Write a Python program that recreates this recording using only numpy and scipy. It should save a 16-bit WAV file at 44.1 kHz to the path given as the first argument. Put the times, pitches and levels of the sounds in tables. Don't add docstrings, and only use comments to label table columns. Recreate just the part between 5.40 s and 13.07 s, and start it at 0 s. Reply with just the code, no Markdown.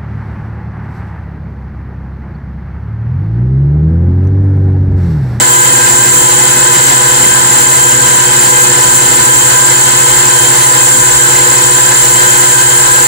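import sys
import numpy as np
from scipy import signal
from scipy.fft import rfft, irfft
from scipy.io import wavfile
from scipy.ndimage import uniform_filter1d

SR = 44100
rng = np.random.default_rng(int(sys.argv[2]) if len(sys.argv) > 2 else 0)


def output_pcm(signal):
    pcm = np.clip(np.atleast_2d(signal).T, -1, 1) * 32767
    wavfile.write(sys.argv[1], SR, np.round(pcm).astype(np.int16))


N = 338247
T = np.arange(N) / SR
HZ = np.maximum(np.arange(N // 2 + 1) * SR / N, 1)

MAINS_HZ = 60
WHINE_ORDER, SECOND_GEAR_ORDER = 28, 44
ORBIT_HZ, BLADE_HZ = 1.361, 6.366

# frequency in Hz, left's lead in radians, likeness (0-1).
MIC_PORTS = [(30, 0.5, 0.4), (100, -0.5, 0.44), (398, -.5, 1), (875, -1, 0.46), (1110, -2, 0.63),
             (1680, -2.5, 0.02), (2060, 0, 0.22), (4100, -1, 0.05), (6170, 1, 0.12), (7100, -1.5, 0.77),
             (7230, -0.9, 0.96), (7660, -2, 0.83), (8163, -2.5, 1), (8310, -3, 0.98), (9530, -3.5, 1),
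             (9900, -5, 0.94), (11300, -5, 0.8), (12400, -10.5, 0.8), (14100, -16.5, 0), (15200, -10, 0.3)]
# frequency in Hz, base level in dB per Hz.
DOUGH_SPECTRUM = [(30, -77), (130, -56.5), (200, -56.5), (275, -52), (330, -61), (450, -68), (1500, -89)]
# time in seconds, base thud level in dB, change in the rumble in dB.
LUMPS = [(1.666, -30, -5), (1.87, -36, 4), (2.396, -27, -2), (3.475, -27, -2), (3.688, -26, 3),
         (3.792, -24, 4), (4.0, -27, 1), (5.001, -28, -6), (5.591, -24, 11), (5.741, -19, -3)]
# multiple of the mains rate, level in dB,
# left minus right in dB, left's lead in radians.
HUM_TONES = [(1, -45, -3, .2), (2, -29.5, -3, .1), (4, -43, -4, -1.5), (6, -26.5, 0, -.4), (8, -33, 2, -.4),
             (10, -40.5, -2, -1.6), (12, -44, -5, .5), (14, -33.5, -3, .2), (16, -39, -4, -1.6)]
# pitch in Hz, then level, balance and lead as for the hum.
FAINT_TONES = [(320, -38, -3, -.5), (492, -39, 1, -.7), (625, -42, -1, -2.5)]
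# frequency in Hz, base level in dB per Hz.
RUSH_SPECTRUM = [(15, -69), (55, -56), (100, -58), (170, -59.5), (420, -59), (700, -56), (1250, -54.5),
                 (2350, -59), (3300, -56), (4500, -56.5), (5300, -60), (6300, -61), (8000, -68.5)]
# pitch in Hz, width in Hz, boost in dB.
BODY_RESONANCES = [(339.5, 33, 11.5), (491, 53, 9), (867, 75, 7.5), (1010, 110, 7), (1322, 36, 5.5),
                   (1497, 89, 9), (1720, 330, 7.5), (2060, 194, 8), (3126, 150, 1), (3940, 110, 3.5),
                   (6070, 100, 11.5)]
# time in seconds, pitch in Hz.
WHINE_PITCH = [(0.08, 1006), (0.31, 1010), (0.62, 1006), (1.27, 1020), (1.39, 1006), (1.67, 1007),
               (1.77, 1017), (2.11, 1007), (2.84, 1008), (3.44, 1007), (4.38, 1009), (4.61, 1017),
               (4.74, 1009), (5.53, 1013), (5.85, 1002), (6.14, 1011), (7.1, 1007), (7.58, 1011)]
# multiple of the shaft's rate, base level in dB,
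# left minus right in dB, left's lead in radians.
GEAR_TONES = [(11 / 3, -26, -6.5, -0.13), (22 / 3, -42.5, 0, -0.61), (14, -32.5, -0.5, -0.3),
              (24, -35, -1, -0.2), (26, -35.5, 8, -2), (28, -19.5, -3.5, -2.5), (29.5, -31.5, 1.5, -1.5),
              (37.5, -42, 8, 0), (42, -32.5, 10.5, -1.9), (46.5, -36, 4, 0), (143 / 3, -31.5, 0, -2.1),
              (55.5, -41, 2, 4.5), (172 / 3, -36.5, 0, .2), (70, -35.5, 4.5, 1), (82, -36, -3, 3),
              (88, -28.5, 4, -2), (120.5, -39, 9.5, -1), (150.5, -39, 0, -0.5), (253, -32.5, -0.5, 5)]
# swells per orbit, base depth in dB, place of the peak in the swell (0-1).
WHINE_SWELL = [(1, 0.6, 0.54), (2, 2.5, 0.46)]
LOW_GEAR_SWELL = [(1, 3.1, 0.42)]
UPPER_GEAR_SWELL = [(2, 0.85, .95)]
IN_STEP_SWELL = [(1, 3.2, .70)]
OPPOSITE_SWELL = [(1, 4, 0.29), (3, 1.6, 0.99)]
# time in seconds, half length in seconds, boost in dB.
LUMP_SURGES = [(0.43, 0.073, 7), (1.22, .12, 5), (1.92, 0.064, 6), (4.25, .08, 5), (7.47, 0.14, 6.5)]
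# frequency in Hz, base level in dB per Hz.
SCRAPE_SPECTRUM = [(5000, -93), (5900, -57.5), (6500, -51.5), (6950, -49), (7100, -47.5), (7550, -41.5),
                   (8250, -37.5), (8700, -49), (9300, -70), (9750, -49), (10250, -63), (10700, -56),
                   (12000, -62.5), (13000, -65), (15500, -55)]
# pitch in Hz, width in Hz, boost or cut in dB.
CASE_RESONANCES = [(7110, 63, 7), (7180, 44, -10.5), (7280, 99, 5.5), (7540, 270, 2.5), (7917, 333, -10),
                   (8160, 48, 6.5), (8490, 88, 5), (8230, 120, -3)]
# place in the turn (0-1), half length in milliseconds,
# ringing pitch in Hz, base level in dB.
ROUGH_TEETH = [(.005, 0.61, 7380, -4.5), (.045, 0.68, 7870, -3), (.10, 0.56, 7190, -9.5),
               (.21, 0.81, 7200, -12.5), (.30, 0.56, 7520, -13.5), (.37, 0.79, 7914, 2),
               (.48, 1.5, 7710, -13.5), (.565, 0.67, 8110, -4), (.63, 0.32, 8400, -7.5),
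               (.70, 0.25, 8330, -6.5), (0.774, 0.36, 8270, -1.5), (.845, 0.33, 8300, -8.5),
               (.90, 0.65, 7200, -8), (.955, 0.38, 7880, -0.5)]


def undb(db):
    return 10 ** (np.asarray(db) / 20)


def bump(offset, half_width):
    return np.exp(-.5 * (offset / half_width) ** 2)


def colour(points):
    hz, db = np.transpose(points)
    return undb(np.interp(np.log(HZ), np.log(hz), db))


def resonances(peaks):
    return undb(sum(db / (1 + (2 * (HZ - hz) / width) ** 2) for hz, width, db in peaks))


def noise():
    return rfft(rng.standard_normal(N)) * np.sqrt(SR / 2)


def wander(rate):
    return 1.2 * np.interp(T * rate, np.arange(4096), rng.standard_normal(4096))


def orbit_swell(rows):
    return sum(db * np.cos(2 * np.pi * (count * ORBIT_HZ * T - place)) for count, db, place in rows)


def ports(direct, scattered):
    hz, lead, likeness = np.transpose(MIC_PORTS)
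    lead = np.interp(HZ, hz, lead)
    likeness = np.clip(np.interp(HZ, hz, likeness), 0, 1)
    side = np.array([[1], [-1]])
    heard = direct * np.sqrt((1 + likeness) / 2) + side * scattered * np.sqrt((1 - likeness) / 2)
    return irfft(heard * np.exp(.5j * side * lead), N)


def tone(cycles, db, pan_db, lead, rough, rate):
    shake = 1 + rough * (wander(rate) + 1j * wander(rate))
    wave = np.sqrt(2 / (1 + 2 * rough ** 2)) * undb(db) * shake * np.exp(2j * np.pi * cycles)
    side = np.array([[.5], [-.5]])
    return (wave * undb(side * pan_db) * np.exp(1j * side * lead)).real


def dough(loose_db=2, binds_at_s=3.2, fade_db_per_s=2.6):
    lumps_db = sum(db * bump(T - at_s, 0.044) for at_s, _, db in LUMPS)
    fade_db = fade_db_per_s * np.maximum(T - binds_at_s, 0)
    rumble_db = loose_db - fade_db + lumps_db + 1.3 * wander(8)
    direct = ports(colour(DOUGH_SPECTRUM) * noise(), 0) * undb(rumble_db)
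    scattered = ports(0, colour(DOUGH_SPECTRUM) * noise()) * undb(7 + 0.086 * rumble_db)
    return direct + scattered


def thuds(gain_db=-5, half_s=0.022, pitch_hz=58):
    out = 0
    for at_s, db, _ in LUMPS:
        since = T - at_s - half_s
        swell = undb(db + gain_db) * bump(since, half_s)
        out = out + swell * np.sin(2 * np.pi * (pitch_hz * since + rng.random()))
    return out


def motor():
    tones = [(multiple * MAINS_HZ, *rest) for multiple, *rest in HUM_TONES] + FAINT_TONES
    return sum(tone(hz * T + rng.random(), db, pan_db, lead, rough=0.13, rate=6)
               for hz, db, pan_db, lead in tones)


def bowl_ripple(depth_db=3.5, spacing_hz=45):
    ripple = np.interp(HZ / spacing_hz, np.arange(2048), rng.standard_normal(2048))
    return undb(depth_db * ripple * np.minimum(HZ / 2300, 1) ** 2)


def clatter(turns, repeat=0.53, flutter_db=1.55, points=1222):
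    one_turn = rng.standard_normal(points)
    repeating = np.interp(turns % 1 * points, np.arange(points), one_turn) * (1 + 0.16 * wander(5.5))
    fresh = rng.standard_normal(N) * undb(flutter_db * wander(25))
    share = repeat * np.minimum(HZ / 2300, 1)
    return (share * rfft(repeating) + np.sqrt(1 - share ** 2) * rfft(fresh)) * np.sqrt(SR / 2)


def housing(turns, gear_db, pan_db=-1.5, ring_hz=1600, ring_width_hz=190):
    shape = colour(RUSH_SPECTRUM) * resonances(BODY_RESONANCES)
    direct, scattered = (shape * bowl_ripple() * clatter(turns) for _ in range(2))
    rattle = ports(direct, scattered)
    near_gear = irfft(rfft(rattle) * bump(HZ - ring_hz, ring_width_hz), N)
    swell = undb(0.17 * (gear_db - gear_db.mean())) - 1
    return (rattle + swell * near_gear) * undb(np.array([[.5], [-.5]]) * pan_db)


def second_gear_levels(sag_hz, stiff_at_s=6.1, strain_db_per_s=3, db_per_sag_hz=1.2):
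    strain_db = strain_db_per_s * np.maximum(T - stiff_at_s, 0)
    surge_db = sum(db * bump(T - at_s, half_s) for at_s, half_s, db in LUMP_SURGES)
    drag_db = db_per_sag_hz * sag_hz
    in_step_db = -30 + orbit_swell(IN_STEP_SWELL) + strain_db + surge_db + wander(8)
    opposite_db = -24 + orbit_swell(OPPOSITE_SWELL) + strain_db + drag_db + 2.5 * wander(10)
    return in_step_db, opposite_db


def second_gear(turns, in_step_db, opposite_db):
    cycles = SECOND_GEAR_ORDER * turns + rng.random()
    in_step = tone(cycles, in_step_db, -1, 0, rough=0.62, rate=45)
    opposite = tone(cycles, opposite_db, 0, np.pi, rough=0.26, rate=35)
    return in_step + opposite


def whine_boost(sag_hz):
    blade = 0.9 * np.cos(2 * np.pi * (BLADE_HZ * T - 0.79))
    load = orbit_swell(WHINE_SWELL) + blade + 0.05 * sag_hz - 0.3 * wander(8)
    return 1.412 + 0.8 * load


def gears(turns, whine_boost_db):
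    out = 0
    for order, db, pan_db, lead in GEAR_TONES:
        if order < 4:
            boost_db, rough, rate = 0, 0.033, 8.5
        elif order < WHINE_ORDER * 2 / 3:
            boost_db, rough, rate = 0.6 + orbit_swell(LOW_GEAR_SWELL), 0.14, 10
        elif order == WHINE_ORDER:
            boost_db, rough, rate = whine_boost_db, 0.15, 40
        else:
            boost_db = -0.4 + orbit_swell(UPPER_GEAR_SWELL) + 0.7 * wander(5)
            rough, rate = 0.8, 13 + order / 5
        out = out + tone(order * turns + rng.random(), db + boost_db, pan_db, lead, rough, rate)
    return out


def ticks(turns, shaft_hz, scatter_db=2.5, detune=0.013, slop_ms=0.0954):
    out = 0
    for place, half_ms, ring_hz, db in ROUGH_TEETH:
        turn = np.floor(turns - place + .5).astype(int)
        size, pitch, late, phase = rng.standard_normal((512, 4))[turn + 1].T
        since = (turns - place - turn) / shaft_hz - late * slop_ms / 1000
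        half_s = half_ms / 1000 * (1 + 0.15 * np.sign(since))
        swell = undb(db + scatter_db * size) * bump(since, half_s)
        ring = np.sin(2 * np.pi * (ring_hz * (1 + detune * pitch) * since + phase))
        out = out + np.sqrt(2) * swell * ring
    return rfft(out)


def pinion(turns, shaft_hz, tick_db=0.8, unsteady_db=1.5, rise_db_per_s=0.09):
    force_db = -0.5 + rise_db_per_s * (T - T.mean()) + 0.12 * wander(8)
    unsteady = undb(unsteady_db * (wander(6.5) + wander(30)) / np.sqrt(2))
    paths = []
    for _ in range(2):
        ticking = undb(tick_db) * ticks(turns, shaft_hz)
        scrape = colour(SCRAPE_SPECTRUM) * rfft(unsteady * irfft(noise(), N))
        paths.append(resonances(CASE_RESONANCES) * (ticking + scrape))
    return ports(*paths) * undb(force_db)


def scene():
    whine_hz = np.interp(T, *np.transpose(WHINE_PITCH))
    shaft_hz = whine_hz / WHINE_ORDER
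    turns = np.cumsum(shaft_hz) / SR
    sag_hz = whine_hz.mean() - whine_hz
    in_step_db, opposite_db = second_gear_levels(sag_hz)
    background = dough() + thuds() + motor() + housing(turns, in_step_db)
    whine = second_gear(turns, in_step_db, opposite_db) + gears(turns, whine_boost(sag_hz))
    return background + whine + pinion(turns, shaft_hz)


def record(dry, gain_db=1.66, knee=1.13, top_hz=15700):
    loud = dry * undb(gain_db)
    envelope = np.sqrt(2 * np.abs(uniform_filter1d(loud ** 2, size=24, axis=1)))
    squeezed = loud / (1 + (envelope / knee) ** 4) ** (1 / 4)
    lowpass = signal.ellip(12, .1, 70, top_hz, fs=SR, output="sos")
    return np.clip(signal.sosfilt(lowpass, squeezed), -1, 1)


dry = scene()
out = record(dry)
output_pcm(out)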